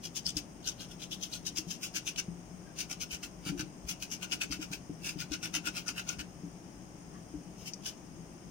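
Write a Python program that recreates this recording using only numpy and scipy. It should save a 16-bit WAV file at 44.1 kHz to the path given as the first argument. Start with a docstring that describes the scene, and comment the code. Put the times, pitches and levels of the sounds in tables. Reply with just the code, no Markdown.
"""A metal bottle cap scrapes the soft meat out of half a coconut held on a wooden kitchen table.
For two seconds, quick strokes tear tiny fibres that ring in the cap and shell; now and then the rim snags.
After a short pause the scraping returns and grows more hollow, while the shell rocks and thumps the table.
Just after six seconds the cap rests, leaving a few bumps, then makes three last strokes near the end.
A low room rumble and a faint high hiss go on throughout."""
import sys
import numpy as np
from scipy import signal
from scipy.fft import rfft, irfft
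from scipy.io import wavfile

SR = 44100
rng = np.random.default_rng(int(sys.argv[2]) if len(sys.argv) > 2 else 0)


def output_pcm(signal):
    """Save a mono or channel-first signal as 16-bit PCM at the path in sys.argv[1].

    Samples are clipped to [-1, 1] before scaling.
    """
    pcm = np.clip(np.atleast_2d(signal).T, -1, 1) * 32767
    wavfile.write(sys.argv[1], SR, np.round(pcm).astype(np.int16))


N = 374850

# the pitches at which the metal cap rings: pitch_hz, width_hz, gain_db
CAP_MODES = [(3330, 820, -11), (4950, 660, -1), (6055, 1570, 3), (9250, 3550, -3.5), (12650, 5600, -17)]


def strokes(table_db, wet_db):
    """Pressure swells and fades; the edge sticks and slips, and tearing shakes cap, shell and table."""
    # each stroke of the cap: peak_s, length_s, level_db
    scrapes = [(0.049,0.034,-41), (0.168,0.03,-36.5), (0.277,0.036,-38), (0.378,0.028,-37),
               (0.675,0.049,-40.5), (0.811,0.047,-47.5), (0.916,0.043,-53.5), (1.023,0.045,-46.5),
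               (1.128,0.036,-43.5), (1.234,0.044,-41), (1.339,0.053,-43.5), (1.469,0.032,-39),
               (1.58,0.037,-36.5), (1.711,0.055,-41.5), (1.84,0.04,-37.5), (1.962,0.03,-34),
               (2.078,0.039,-38), (2.186,0.025,-35), (2.8,0.044,-38), (2.913,0.032,-38.5),
               (3.02,0.03,-38.5), (3.129,0.04,-40.5), (3.241,0.035,-42), (3.474,0.045,-41.5),
               (3.598,0.034,-41), (3.898,0.038,-36.5), (4.026,0.033,-39.5), (4.127,0.039,-40),
               (4.23,0.029,-41), (4.329,0.034,-37), (4.423,0.031,-37.5), (4.527,0.039,-39.5),
               (4.624,0.041,-44.5), (4.734,0.038,-41), (5.068,0.064,-38.5), (5.207,0.041,-41.5),
               (5.333,0.031,-39.5), (5.446,0.042,-39.5), (5.555,0.029,-34.5), (5.667,0.032,-36.5),
               (5.773,0.049,-40.5), (5.885,0.035,-40), (5.982,0.043,-42), (6.095,0.047,-42.5),
               (6.2,0.024,-43), (7.617,0.087,-56.5), (7.675,0.032,-42.5), (7.871,0.048,-40.5)]
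    # the pitches at which the hollow of the shell rings: pitch_hz, width_hz, gain_db
    hollow_modes = [(787, 310, -1.5), (1452, 130, 12), (1740, 1600, -8.5)]
    # how loud the hollow is next to the cap, as the cap works its way round: time_s, gain_db
    hollowness = [(0.05, -22), (0.55, -15), (0.85, -8), (1.05, -16.5), (1.83, -17), (1.97, -12.5),
                  (3.02, -12), (3.6, -1.5), (3.9, -12), (4.12, -16.5), (4.235, -2), (4.42, -6.5),
                  (4.65, -5.5), (5.07, -11), (5.22, -4.5), (6.2, -1), (7.66, -21), (7.87, -12.5)]
    # the shell's main ring follows the place of contact: time_s, pitch_hz
    shell_pitch = [(0.05, 3070), (1.25, 3280), (1.6, 3000), (2.1, 2830), (3.1, 2750), (6.2, 2720),
                   (7.8, 2920)]
    rise_share, glide_db = 0.42, -22
    size = SR // 3
    t = (np.arange(size) - size // 2) / SR
    out = np.zeros((2, N))
    for peak_s, length_s, level_db in scrapes:
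        hollow_db = np.interp(peak_s, *np.transpose(hollowness))
        ring_hz = np.interp(peak_s, *np.transpose(shell_pitch))
        slope_s = length_s * np.where(t < 0, rise_share, 1 - rise_share)
        bite = np.exp(-np.abs(t / slope_s) ** 1.73)
        # the edge glides lightly before and after it bites
        glide = from_db(glide_db) * np.exp(-(t / (length_s * 1.02)) ** 2)
        pressure = bite + glide
        slips = from_db(4.0 * flutter(size, per_s=420))
        force = pressure * slips * tearing(size, fibres_per_s=3000, spread_db=4.5, rubbing=0.48)
        cap = high_pass(resonate(force, detuned(CAP_MODES)), hz=2500)
        hollow = high_pass(resonate(force, detuned(hollow_modes)), hz=520)
        shell = high_pass(resonate(force, shell_modes(ring_hz)), hz=1840)
        table = resonate(resonate(force, [(297, 32, 0)]), [(304, 38, 0)])
        # the wet flesh hisses smoothly for as long as the edge slides
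        wet = high_pass(pressure ** 0.87 * rng.standard_normal(size), hz=663)
        shell_db = 0.5 + 0.41 * hollow_db
        parts = [(cap, 0), (hollow, hollow_db), (shell, shell_db),
                 (table, hollow_db + table_db), (wet, wet_db)]
        sound = sum(from_db(level_db + db) * rms_one(part) for part, db in parts)
        sound *= np.sqrt(np.mean(pressure ** 2))
        add(out, peak_s + t[0], kitchen(sound, near_db=6.5, room_db=-7.5))
    return out


def tearing(size, fibres_per_s, spread_db, rubbing):
    """Fibres snap at random with uneven strength, over a smooth wet rubbing."""
    snaps = rng.random(size) < fibres_per_s / SR
    strength = from_db(spread_db * np.minimum(rng.exponential(1, size), 4))
    direction = rng.choice([-1, 1], size)
    return rms_one(snaps * strength * direction) + rubbing * rng.standard_normal(size)


def detuned(modes, spread=0.019):
    """Grip and place of contact shift every ringing pitch a little."""
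    return [(hz * (1 + spread * rng.standard_normal()), width, db) for hz, width, db in modes]


def shell_modes(hz):
    """The shell has a broad main ring and a weaker one below it."""
    return [(hz, hz * 0.24, 0), (hz * 0.77, hz * 0.28, -7)]


def snags(release_s, width_hz, ring_db):
    """A tooth of the rim lets go with a short crack through the cap, and one pitch rings out."""
    # each snag of the crimped rim: start_s, level_db, pitch_hz
    catches = [(0.265, -21.5, 5040), (.368, -21.5, 5000), (0.675, -24, 6250), (.687, -19.5, 6140),
               (1.116, -30, 3440), (1.466, -23, 5800), (1.583, -23, 6040), (2.076, -26, 2880),
               (2.16, -29.5, 2820), (2.787, -34, 6030), (4.319, -26, 2700), (4.415, -20.5, 2840),
               (4.514, -29, 5000), (5.881, -21.5, 5900), (6.09, -21, 6160), (7.735, -27.5, 5840)]
    size = SR // 30
    out = np.zeros((2, N))
    for start_s, db, hz in catches:
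        crack = rng.standard_normal(size) * np.exp(-np.arange(size) / SR / release_s)
        cap = rms_one(resonate(crack, CAP_MODES))
        ring = rms_one(resonate(crack, [(hz, width_hz, 0)]))
        sound = high_pass(cap + from_db(ring_db) * ring, hz=2340)
        add(out, start_s, kitchen(from_db(db) * sound / np.abs(sound).max(), near_db=-0.5))
    return out


def squeals(length_s, width_hz):
    """Now and then the edge sticks and slips evenly, making a short rough squeal."""
    # each squeal of the wet edge on the flesh: peak_s, pitch_hz, level_db
    slips = [(0.264, 5100, -36), (0.65, 4200, -49), (0.797, 4000, -54), (1.025, 3630, -48),
             (1.125, 3350, -39.5), (1.332, 4250, -39.5), (2.08, 2820, -39)]
    t = np.arange(-SR // 16, SR // 16) / SR
    swell = np.exp(-(t / length_s) ** 2)
    out = np.zeros((2, N))
    for peak_s, hz, db in slips:
        band = [(hz, width_hz, 0)]
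        squeal = rms_one(resonate(resonate(rng.standard_normal(len(t)), band), band))
        add(out, peak_s + t[0], kitchen(from_db(db) * squeal * swell, near_db=1.5, room_db=-8.0))
    return out


def knocks(release_s):
    """The cap hits the hard shell with a short hollow knock."""
    # each hit: start_s, level_db
    hits = [(2.909, -39), (5.556, -42), (5.675, -35.5), (5.886, -41)]
    # the shell's low ring after a hit: pitch_hz, width_hz, gain_db
    low_modes = [(796, 160, 0), (1010, 180, -7)]
    size = SR // 25
    out = np.zeros((2, N))
    for start_s, db in hits:
        blow = rng.standard_normal(size) * np.exp(-np.arange(size) / SR / release_s)
        knock = high_pass(resonate(blow, low_modes), hz=550)
        add(out, start_s, kitchen(from_db(db) * knock / np.abs(knock).max(), near_db=-10.0))
    return out


def bumps(cutoff_hz):
    """The husk lands softly on the table; a harder landing brings out the highest pitch."""
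    # each landing: start_s, level_db, hardness_db
    landings = [(0.364, -38, 5.5), (1.586, -43.5, 6), (1.669, -47, -13), (2.281, -37.5, -7),
                (3.463, -36, -2), (3.493, -36.5, -3), (3.52, -36, 2.5), (3.546, -48, 11), (3.595, -39, 2.5),
                (3.625, -41, -5), (4.502, -43.5, 9), (4.59, -47.5, 13), (4.705, -41, -1), (4.895, -36, 0.5),
                (5.157, -39, -3), (5.313, -46, 16), (6.434, -38.5, -1), (7.339, -40.5, 6)]
    # table and shell ringing together: pitch_hz, gain_db, fade_s (to fall 60 dB), hardness_share
    table_modes = [(162.2, -4.5, 0.34, -0.67), (177, 1, 0.11, -0.41), (307.2, 3, 0.12, 0.81)]
    t = np.arange(SR // 3) / SR
    swell = 1 - np.exp(-t / 0.0013)
    out = np.zeros((2, N))
    for start_s, db, hardness_db in landings:
        thump = 0
        for hz, gain_db, fade_s, share in table_modes:
            pitch_hz = hz * (1 + 0.058 * rng.standard_normal())
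            fade = from_db(gain_db + share * hardness_db - 60 * t / fade_s)
            thump += fade * np.sin(2 * np.pi * pitch_hz * t)
        landing = kitchen(from_db(db) * thump * swell, near_db=-13.0, room_db=-13.0)
        add(out, start_s, landing)
        # the round shell rocks back for a second, softer touch
        add(out, start_s + 0.016 * (1 + rng.random()), from_db(-13.0) * landing)
    return low_pass(out + 1e-18, cutoff_hz)


def thuds(frame_hz, swell_s):
    """Under the weight of the arms, the table's frame swings a few times with a deep thud."""
    # each push on the table: start_s, level_db
    pushes = [(0.259, -46.5), (.355, -42), (3.125, -43.5), (3.575, -46), (3.84, -40.5), (4.499, -43),
              (5.301, -43.5), (6.18, -42), (7.35, -43)]
    t = np.arange(SR // 3) / SR
    swing = t / swell_s * np.exp(1 - t / swell_s) * np.sin(2 * np.pi * frame_hz * t)
    out = np.zeros((2, N))
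    for start_s, db in pushes:
        add(out, start_s, from_db(db) * swing[None])
    return out


def rubs(length_s, width_hz):
    """Skin dragged over the husk gives a brief, faint squeak."""
    # each rub: peak_s, pitch_hz, level_db
    drags = [(2.691, 1610, -59), (7.157, 1130, -57.5), (7.158, 1710, -64)]
    t = np.arange(-SR // 8, SR // 8) / SR
    swell = np.exp(-(t / length_s) ** 2)
    out = np.zeros((2, N))
    for peak_s, hz, db in drags:
        squeak = rms_one(resonate(rng.standard_normal(len(t)), [(hz, width_hz, 0)]))
        add(out, peak_s + t[0], kitchen(from_db(db) * squeak * swell))
    return out


def kitchen(x, near_db=0.0, room_db=-14.0):
    """Echoes come off hands and bowl, then the duller room; they differ each time, as the hand moves."""
    near_fade_s, room_fade_s = 0.038, 0.18
    t = np.arange(SR // 4) / SR
    near, room = rng.standard_normal((2, 2, len(t)))
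    near = near * from_db(-60 * t / near_fade_s)
    room = low_pass(room, hz=8000) * from_db(-60 * t / room_fade_s) * (t > .006)
    paths = (from_db(near_db) * rms_one(near) + from_db(room_db) * rms_one(room)) / np.sqrt(len(t))
    # the direct sound reaches the right microphone three samples sooner
    paths[[0, 1], [3, 0]] += 1
    return signal.fftconvolve(x[None], rms_one(paths) / np.sqrt(len(t)), axes=1)


def rumble(noise_db, drone_db):
    """Low room noise, louder on the left, sets the room droning at its own pitches."""
    # the tone of the rumble: pitch_hz, gain_db
    tone = [(22, -21.5), (55, -4.5), (85, -13.5), (120, -5.5), (220, -6), (350, -9), (480, -17),
            (700, -15.5), (1500, -27), (3100, -29.5), (4200, -43), (8000, -84)]
    # how alike left and right are: pitch_hz, likeness (0 to 1)
    likeness = [(60, 0.97), (240, 0.79), (480, 0.67), (950, 0.06), (1900, 0.01)]
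    common, side = rfft(rng.standard_normal((2, N)))
    alike = at_hz(likeness)
    air = irfft(np.sqrt(1 + alike) * common + np.sqrt(1 - alike) * side * [[1], [-1]], N)
    room_modes = [(179.6, 9.6, -0.5), (161.7, 4.9, 3.0), (303.5, 11, -15.5)]
    drone = from_db(drone_db) * rms_one(resonate(air, room_modes))
    noise = from_db(noise_db) * rms_one(colour(air, tone))
    return noise * from_db([[2.1], [-2.1]]) + drone * from_db([[3.0], [-4.0]])


def hiss(level_db, whine_width_hz):
    """A steady high hiss has a few thin whines in it."""
    # the tone of the hiss: pitch_hz, gain_db
    tone = [(3800, -36), (5200, -13), (6600, -4), (7700, -8.5), (8300, -3.5), (9200, -8.5), (11000, -20.5),
            (15000, -22.5)]
    # each whine: pitch_hz, level_db
    whines = [(5152, -78), (5739, -72.5), (6498, -68), (8242, -70.5), (9076, -69.5)]
    high_noise = high_pass(rng.standard_normal((2, N)), hz=3180)
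    broad = from_db(level_db) * rms_one(colour(high_noise, tone))
    white = rng.standard_normal((2, N))
    thin = sum(from_db(db) * rms_one(resonate(white, [(hz, whine_width_hz, 0)])) for hz, db in whines)
    return broad + thin


def from_db(db):
    """Turn decibels into a number to multiply by."""
    return 10 ** (np.asarray(db) / 20)


def rms_one(x):
    """Scale a sound so its average power is one."""
    return x / np.sqrt(np.mean(x ** 2) + 1e-20)


def at_hz(points):
    """Fill in rows of (pitch_hz, value) to give a value at every frequency."""
    hz, value = np.transpose(points)
    return np.interp(np.log(np.arange(N // 2 + 1) * SR / N + 1), np.log(hz), value)


def colour(x, points):
    """Make pitches louder or softer by rows of (pitch_hz, gain_db)."""
    return irfft(rfft(x) * from_db(at_hz(points)), N)


def resonate(x, modes):
    """Let x ring at each mode (pitch_hz, width_hz, gain_db); add the rings with alternating signs."""
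    out = 0
    for k, (hz, width, db) in enumerate(modes):
        r = np.exp(-np.pi * width / SR)
        poles = [1, -2 * r * np.cos(2 * np.pi * hz / SR), r * r]
        ring = signal.lfilter((1 - r * r) / 2 * np.array([1, 0, -1]), poles, x + 1e-18)
        out = out + (-1) ** k * from_db(db) * ring
    return out


def high_pass(x, hz):
    """Remove what lies below hz."""
    return signal.sosfilt(signal.butter(4, hz, "high", fs=SR, output="sos"), x)


def low_pass(x, hz):
    """Soften what lies above hz."""
    return signal.sosfilt(signal.butter(2, hz, fs=SR, output="sos"), x)


def flutter(size, per_s):
    """Make random swings about 1 in size, per_s times a second."""
    knots = rng.standard_normal(size)
    return np.interp(np.arange(size) * per_s / SR, np.arange(size), knots)


def add(out, start_s, sound):
    """Mix a sound into both sides of out, beginning at start_s."""
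    start = round(start_s * SR)
    first, last = max(start, 0), min(start + sound.shape[1], N)
    out[:, first:last] += sound[:, first - start:last - start]


def scene():
    """Each microphone colours the scraping in its own way; the table's thumps are louder on the left."""
    # the tone of the two microphones: pitch_hz, left_db, right_db
    mic_tone = [(1160, -5, -4.5), (1550, 2.5, -3.5), (2720, 3.5, 1), (3660, 1.5, -1.5), (4980, 9.5, 1.5),
                (6230, 5, -10), (7600, -4.5, -7), (8450, -12, -1), (13600, 3.5, -1), (14400, 4.5, -2)]
    treble = strokes(table_db=-1.5, wet_db=-8.5)
    treble += snags(release_s=0.0024, width_hz=700, ring_db=4.0)
    treble += squeals(length_s=0.0081, width_hz=720)
    treble += knocks(release_s=0.003)
    treble += rubs(length_s=0.037, width_hz=65)
    treble += hiss(level_db=-64.0, whine_width_hz=90)
    left = colour(treble[0], np.array(mic_tone)[:, [0, 1]])
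    right = colour(treble[1], np.array(mic_tone)[:, [0, 2]])
    table = bumps(cutoff_hz=496) + thuds(frame_hz=58.3, swell_s=0.011)
    background = rumble(noise_db=-51.5, drone_db=-55.0)
    return np.array([left, right]) + table * from_db([[2.3], [-2.8]]) + background


def record(dry):
    """The very highest treble is cut off steeply."""
    cutoff_hz = 15850
    return signal.sosfilt(signal.ellip(12, .1, 80, cutoff_hz, fs=SR, output="sos"), dry)


dry = scene()
out = record(dry)
output_pcm(out)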